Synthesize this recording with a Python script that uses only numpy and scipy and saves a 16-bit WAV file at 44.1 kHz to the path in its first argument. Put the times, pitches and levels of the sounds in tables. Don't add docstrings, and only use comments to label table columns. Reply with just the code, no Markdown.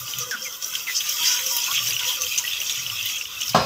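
import sys
import numpy as np
from scipy import signal
from scipy.fft import rfft, irfft
from scipy.io import wavfile
from scipy.ndimage import uniform_filter1d

SR = 44100
rng = np.random.default_rng(int(sys.argv[2]) if len(sys.argv) > 2 else 0)


def ratio(d):
    e = np.asarray(d, float) / 20
    return 10 ** e


def dump(signal):
    limited = np.clip(np.atleast_2d(signal).T, -1, 1)
    pcm = np.round(limited * 32767).astype(np.int16)
    wavfile.write(sys.argv[1], SR, pcm)


N = 160965
TIME = np.arange(N) / SR

# (frequency [Hz], level [dB])
ROOM_SPECTRUM = [(30, -16), (102, -11.5), (300, -19), (520, -19.5), (800, -20.5), (1300, -7.5), (1750, -22),
                 (2300, -31)]
# (time [s], level [dB], frequency [Hz], spell [s])
THUDS = [(0.0, -45, 117.4, 0.03), (.14, -42.5, 120.4, 0.058), (1.72, -49, 116.5, 0.23),
         (1.85, -42.5, 105, 0.02), (2.0, -55, 96, 0.07), (2.2, -53, 75, 0.034), (.34, -50.5, 216, 0.032),
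         (2.77, -47, 118.2, 0.11), (2.9, -50, 97.7, 0.16), (3.49, -42, 117, 0.077)]
# (frequency [Hz], width [Hz], level [dB])
WALL_MODES = [(515.4, 48, -10.5), (1004, 28, -11), (1180, 37, -2.5), (1450, 39, -2.5), (2025, 97, -6.5)]
# (time [s], level [dB], frequency [Hz], spell [s])
HUMS = [(2.0, -35.5, 984, 0.13), (.01, -39, 1179, 0.12), (.2, -37.5, 487, .12), (.21, -29.5, 1225, 0.041),
        (.35, -35, 1590, 0.026), (.385, -40, 1550, 0.03), (.41, -40, 516, 0.09), (.73, -29.5, 1526, 0.032),
        (.73, -36, 1154, 0.032), (1.0, -38.5, 1180, 0.16), (1.19, -25, 1235, 0.014), (1.2, -34.5, 978, 0.2),
        (1.27, -30, 1474, 0.11), (1.4, -36.5, 521, .12), (1.505, -33, 964, 0.12),
        (1.67, -30.5, 1426, 0.056), (1.78, -32.5, 1182, 0.045), (2.008, -30.5, 1450, 0.021),
        (2.06, -35.5, 515, 0.028), (2.17, -37, 520, 0.087), (2.17, -34, 1180, 0.068),
        (2.385, -32, 985, 0.026), (2.439, -19.5, 1913, 0.0051), (2.925, -34, 1180, 0.023)]
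# (time [s], level [dB], start frequency [Hz], end frequency [Hz], spell [s])
STEAM_POCKETS = [
    (.311, -27, 1750, 1330, .04),
    (.449, -32, 2600, 2050, .025),
    (.87, -25, 2600, 2000, .035),
    (1.68, -33, 1000, 1200, .04),
]
POCKET_SETTLING = [.03, .012, .006, .03]
# (frequency [Hz], level [dB], decay time T60 [s])
POT_MODES = [(138.7, -3, 0.37), (168.5, -1, 0.25), (217, 0.5, 0.31), (534, -5, 0.84), (665, -4.5, 0.63),
             (736, 9, 0.091), (947, -13, .2), (1043, 6.5, 0.16), (1084, -3, 0.56), (1143, 6, 0.18),
             (1270, 5.5, 0.11), (1365, -7.5, 0.62), (1633, -5, 0.23), (1590, -3.5, 0.14)]
# (frequency [Hz], level [dB], decay time T60 [s])
BOWL_MODES = [(2541, -20, .6), (2923, -9, .15), (3219, -13, .3), (4145, -9, .28), (4791, -17, .26),
              (4998, -12, 1.5), (5502, -13, .35), (6300, -14, .4), (7700, -20, .5), (9400, -27, .4)]
# (frequency [Hz], level [dB])
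CLATTER_SPECTRUM = [(70, -1.5), (150, -4.5), (300, -9.5), (700, -1.5), (1200, -9), (2000, -15.5),
                    (5000, -17.5), (9000, -36.5)]
# (time [s], level [dB], frequency [Hz])
SMALL_BUBBLES = [(0.4258, -19.5, 5640), (0.5253, -20, 5650), (0.6445, -13, 5780), (1.3193, -9, 6080),
                 (1.618, -12.5, 5750), (1.9066, -14.5, 4740), (1.9325, -11.5, 6380), (2.211, -12.5, 6140),
                 (2.3606, -19, 5800), (2.602, -14.5, 5900), (2.7102, -15, 6600), (2.7233, -14, 5770),
                 (3.028, -16.5, 5870), (3.1595, -17.5, 6400), (3.1824, -16, 6330), (3.4324, -17, 5470),
                 (3.48, -15, 5380)]
# (time [s], level [dB], frequency [Hz])
MIDDLING_BUBBLES = [(0.0788, -22, 2980), (0.136, -17, 3070), (0.3726, -24.5, 2940), (0.738, -20, 3130),
                    (0.869, -21, 2660), (0.913, -27, 2640), (1.1228, -18, 3200), (1.1695, -21.5, 3160),
                    (1.23, -12, 3460), (1.5836, -14.5, 3130), (1.713, -13, 3280), (1.7796, -19.5, 3350),
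                    (1.8657, -20.5, 2640), (1.9224, -15.5, 2640), (1.9402, -21, 2800),
                    (1.9653, -12.5, 2880), (2.0333, -15, 2770), (2.0504, -17.5, 2700),
                    (2.0787, -14.5, 3340), (2.092, -14, 3400), (2.1056, -15.5, 3230), (2.235, -17, 2700),
                    (2.2658, -14, 3080), (2.4506, -16, 2660), (2.4774, -14.5, 2850), (2.5314, -19.5, 2880),
                    (2.5775, -18, 3290), (2.615, -13.5, 2820), (2.6627, -16.5, 3480), (2.772, -16.5, 3030),
                    (2.864, -16.5, 2910), (2.8986, -14.5, 2930), (2.9706, -21.5, 2580), (3.0709, -17, 3100),
                    (3.2111, -14.5, 2730), (3.2538, -19.5, 2910), (3.405, -20.5, 2870), (3.418, -14, 2920)]
# (time [s], level [dB], frequency [Hz], spray level [dB])
BURSTS = [(0.1858, -12, 6600, -12.5), (0.3105, -9.5, 5550, -27), (0.6237, -12, 5800, -24),
          (0.7514, -9.5, 3260, -31), (1.005, -7.5, 3300, -24), (1.0919, -7.5, 5600, -16.5),
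          (1.3003, -18, 5540, -20), (1.4625, -9, 5700, -17.5), (1.5662, -9.5, 6070, -7.5),
          (1.6335, -13, 6100, -22), (1.9067, -14, 2800, -26), (1.9924, -7.5, 3260, -32),
          (2.1877, -26, 3320, -20), (2.219, -6.5, 6220, -20), (2.3766, -4.5, 6100, -26),
          (2.3858, -4.5, 6400, -30), (2.564, -16.5, 3340, -30), (2.6956, -5.5, 3460, -30),
          (3.057, -15.5, 2980, -6), (3.0972, -18, 2700, -21), (3.4115, -10, 6290, -21),
          (3.493, -8, 5100, -20)]
# (time [s], fizz level [dB], spray level [dB])
BOIL = [(0, -33, -2.5), (.15, -28.5, -4.5), (.27, -32.5, -8), (.45, -32.5, -4.5), (.58, -33, -2.5),
        (.64, -31.5, -1.5), (.95, -27, -6), (1.2, -22.5, -5), (1.33, -17, -11), (1.46, -25.5, -3.5),
        (1.67, -22.5, -6.5), (2.3, -26.5, -5), (2.75, -27, -7), (3.2, -27, -7.5), (3.3, -34.5, -6.5),
        (3.46, -28, -5), (3.54, -28, -9), (3.6, -33.5, -11)]
# (frequency [Hz], level [dB])
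FIZZ_SPECTRUM = [(1700, -7.5), (2300, -9), (3100, -1.5), (4300, -8), (6000, 0), (9200, -20.5), (14800, -3),
                 (15500, -13)]
# (time [s], level [dB])
FROTH_SHARE = [
    (.9, 0.5),
    (1.6, 0.5),
    (2.8, 2.5),
]
# (frequency [Hz], width [Hz], share [1], growth with filling [dB per dB])
AIR_CAVITY = [(2599, 205, 0.65, 2.95), (3200, 250, 0.96, -.7)]
# (time [s], half length [s], level [dB])
LULLS = [
    (0.603, 0.027, -5),
    (3.27, 0.024, -2),
]
# (frequency [Hz], width [Hz], share [1])
BAND_DIP = (4250, 360, 0.41)


def evened(x):
    return x / np.sqrt(np.mean(x ** 2) + 1e-20)


def noise(count=N):
    return rng.standard_normal(count)


def coloured(x, spectrum):
    hz = np.fft.rfftfreq(len(x), 1 / SR)
    f, db = np.transpose(spectrum)
    gain = ratio(np.interp(np.log(hz + 1), np.log(f + 1), db))
    return irfft(rfft(x) * gain, len(x))


def band(x, lo_hz, hi_hz):
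    edges = [lo_hz, min(hi_hz, SR / 2.1)]
    return signal.sosfilt(signal.butter(3, edges, "band", fs=SR, output="sos"), x)


def resonate(x, hz, width):
    turn = np.exp(2j * np.pi * np.cumsum(hz * np.ones(len(x))) / SR)
    r = np.exp(-np.pi * abs(width) / SR)
    return 2 * (turn * signal.lfilter([1 - r], [1, -r], x / turn)).real


def drift(per_s):
    size = max(int(SR / per_s), 2)
    slow = uniform_filter1d(noise(), size, mode="wrap")
    slow = uniform_filter1d(slow, size, mode="wrap")
    return evened(slow - uniform_filter1d(slow, 5 * size))


def add(mix, s, sound):
    part = mix[round(s * SR):][:len(sound)]
    part += sound[:len(part)]


def room():
    return ratio(-50.5) * evened(coloured(noise(), ROOM_SPECTRUM + [(3000, -56)]))


def stove_rumble():
    return ratio(-58.5 + 1.7 * drift(6.4)) * evened(band(noise(), 27, 104)) * (TIME > 2.2)


def driven_spells(rows, width, rise_s, t60, lift_db):
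    out, t = np.zeros(N), np.arange(16000) / SR
    for s, db, hz, spell in rows:
        envelope = np.minimum(t / rise_s, 1) * ratio(-60 * np.maximum(t - spell, 0) / t60)
        waver = hz * (1 + 0.0143 * evened(uniform_filter1d(noise(len(t)), size=1200)))
        tone = 0.99 * np.sin(2 * np.pi * np.cumsum(waver) / SR)
        rough = resonate(resonate(noise(len(t)), waver, width * hz), waver, width * hz)
        add(out, s, ratio(db + lift_db) * envelope * (tone + 0.69 * evened(rough)))
    return out


def stove_thuds():
    return driven_spells(THUDS, width=0.52, rise_s=0.0052, t60=0.32, lift_db=0.0)


def walls():
    hum = np.zeros(N)
    for hz, width, db in WALL_MODES:
        wander = hz * (1 + 0.021 * drift(7.6))
        mode = resonate(resonate(noise(), wander, width), wander, 3 * width)
        hum += ratio(db + 2.1 * drift(47)) * evened(mode)
    drowned = np.clip((TIME - 2.2) / 0.092, 0, 1)
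    return hum * ratio(-50 - 3 * drowned)


def wall_hums():
    return driven_spells(HUMS, width=0.081, rise_s=0.0011, t60=0.099, lift_db=-9.0)


def steam_pockets():
    out, t = np.zeros(N), np.arange(5000) / SR
    for (s, db, from_hz, to_hz, spell), settle in zip(STEAM_POCKETS, POCKET_SETTLING):
        hz = to_hz + (from_hz - to_hz) * np.exp(-t / settle)
        tone = np.sin(2 * np.pi * np.cumsum(hz) / SR) + 0.5 * evened(resonate(noise(len(t)), hz, 150))
        envelope = np.minimum(t / 0.002, 1) * ratio(-60 * np.maximum(t - spell, 0) / 0.07)
        add(out, s, ratio(db) * envelope * tone)
    return out


def ringing(modes, t):
    return sum(ratio(-20 + db - 60 * t / t60) * np.sin(2 * np.pi * hz * t) for hz, db, t60 in modes)


def bowl_knock():
    out, t = np.zeros(N), np.arange(8000) / SR
    knock_s, bounce_s = 3.5445, 0.048
    bowl = ringing(BOWL_MODES, t)
    clatter = ratio(-16 - 60 * t / 0.53) * evened(coloured(noise(len(t)), CLATTER_SPECTRUM))
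    add(out, knock_s, np.minimum(t / 0.0042, 1) * (ringing(POT_MODES, t) + bowl + clatter))
    add(out, knock_s + bounce_s, ratio(-6) * bowl)
    return band(out, 87, 14000)


def single_bubbles(rows, cycles, lift_db):
    out, t = np.zeros(N), np.arange(1500) / SR
    for s, db, hz in rows:
        u = t * hz / cycles
        ring = u * np.exp(1 - u) * np.sin(2 * np.pi * hz * t)
        fizz_tail = np.minimum(u, 1) * ratio(-60 * t / 0.077) * evened(resonate(noise(len(t)), hz, 440))
        add(out, s, ratio(db + lift_db) * (ring + 0.31 * fizz_tail))
    return out


def bursts():
    out, t = np.zeros(N), np.arange(4000) / SR
    for s, db, hz, spray_db in BURSTS:
        ping = np.minimum(t / 0.0015, 1) * ratio(-60 * t / 0.025) * np.sin(2 * np.pi * hz * t)
        snap = ratio(-60 * t / 0.0068) * np.sin(2 * np.pi * 14000 * t)
        spray = ratio(-9.5 - 60 * t / 0.092) * evened(band(noise(len(t)), 12150, 18000))
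        spit = ratio(spray_db + 14) * (snap + spray)
        spurts = noise(len(t)) * ratio(2.5 * evened(uniform_filter1d(noise(len(t)), 80)))
        broad = evened(coloured(band(spurts, 2170, 10900), FIZZ_SPECTRUM))
        tuned = evened(resonate(resonate(spurts, hz, 1240), hz, 1240))
        sputter = ratio(-7.5 - 60 * t / 0.1) * evened(0.89 * broad + tuned)
        add(out, s, ratio(db - 6.5) * (ping + spit + sputter))
    return out


def bubble_swarm(lo_hz, hi_hz, cycles, per_s, spread_db, clump):
    out, count = np.zeros(N), 20
    chance = per_s / count / SR * np.exp(clump * drift(25))
    for hz in np.geomspace(lo_hz, hi_hz, count):
        u = np.arange(900) / SR * hz / cycles
        chirp = np.sqrt(u) * np.exp(-3 * u) * np.sin(2 * np.pi * cycles * u * (1 + 0.024 * u))
        arrivals = ratio(spread_db * np.minimum(rng.exponential(1, N), 4)) * (rng.random(N) < chance)
        out += np.sqrt(hz) * signal.oaconvolve(arrivals, chirp)[:N]
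    return evened(out)


def bubbles_and_steam(lo_hz, hi_hz, bubbles, hiss):
    steam = evened(band(noise(), lo_hz, hi_hz))
    return evened(coloured(bubbles + hiss * steam, FIZZ_SPECTRUM))


def froth(fizz_db, froth_db):
    source = bubbles_and_steam(1620, 4070, bubble_swarm(1837, 4098, 13, 900, 3.0, 0.5), hiss=0.96)
    mix = 1.56 * source
    for hz, width, share, growth in AIR_CAVITY:
        mix = mix + share * ratio(growth * froth_db) * evened(resonate(source, hz, width))
    mix = evened(mix)
    strong_boil = np.clip(ratio(1.44 * (fizz_db + 22.0)), 0, 1)
    low = signal.sosfiltfilt(signal.butter(4, 2350, fs=SR, output="sos"), mix)
    return mix - (1 - strong_boil) * low


def fizz():
    s, fizz_points, spray_points = np.transpose(BOIL)
    fizz_db, spray_db = np.interp(TIME, s, fizz_points), np.interp(TIME, s, spray_points)
    froth_db = np.interp(TIME, *np.transpose(FROTH_SHARE))
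    surge = drift(22)
    large = froth(fizz_db, froth_db) * ratio(-6.0 + froth_db + 1.9 * drift(20) + 0.78 * surge)
    fine = bubbles_and_steam(3830, 9850, bubble_swarm(4405, 8460, 13.6, 900, 1.5, 0.87), hiss=1.0)
    fine = fine * ratio(-3 - froth_db + 0.25 * drift(20) + 0.97 * surge)
    spray = bubbles_and_steam(6560, 25500, bubble_swarm(10100, 10400, 2.6, 1500, 8.0, 0.96), hiss=2.3)
    spray = spray * ratio(spray_db + drift(25) + surge)
    return (large + fine + spray) * ratio(fizz_db - 1.5)


def patchy(x, depth_db):
    z = signal.stft(x, nperseg=512, noverlap=384)[2]
    field = uniform_filter1d(rng.standard_normal(z.shape[::-1]), size=20, axis=0, mode="wrap")
    field = uniform_filter1d(field, size=3, axis=1).T
    depth = depth_db * np.interp(np.arange(len(z)) / len(z), [0.25, 0.45], [1, 0.3])[:, None]
    gain = ratio(evened(field) * depth)
    gain = gain / np.sqrt(np.mean(gain ** 2))
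    return signal.istft(z * gain, nperseg=512, noverlap=384)[1][:N]


def boiling():
    lull = ratio(sum(db * np.exp(-((TIME - s) / half) ** 2) for s, half, db in LULLS))
    boil = lull * (patchy(fizz() + room(), 3.25) + walls()) + bursts()
    dip_hz, dip_width, dip_share = BAND_DIP
    return boil - (1 - lull * (1 - dip_share)) * resonate(boil, dip_hz, dip_width)


def scene():
    mix = stove_rumble() + stove_thuds() + wall_hums() + steam_pockets() + bowl_knock()
    mix = mix + single_bubbles(SMALL_BUBBLES, cycles=5.3, lift_db=-4.5)
    mix = mix + single_bubbles(MIDDLING_BUBBLES, cycles=3.86, lift_db=-4)
    return (mix + boiling())[None]


def band_limit(x):
    return signal.sosfilt(signal.butter(12, 16790, fs=SR, output="sos"), x)


def record(dry):
    thin = signal.sosfilt(signal.butter(2, 70, "high", fs=SR, output="sos"), dry)
    lowpass = signal.firwin(1023, 15700, window=("kaiser", 9), fs=SR)
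    finished = signal.oaconvolve(thin, lowpass[None], "same")
    return band_limit(finished)


dry = scene()
out = record(dry)
dump(out)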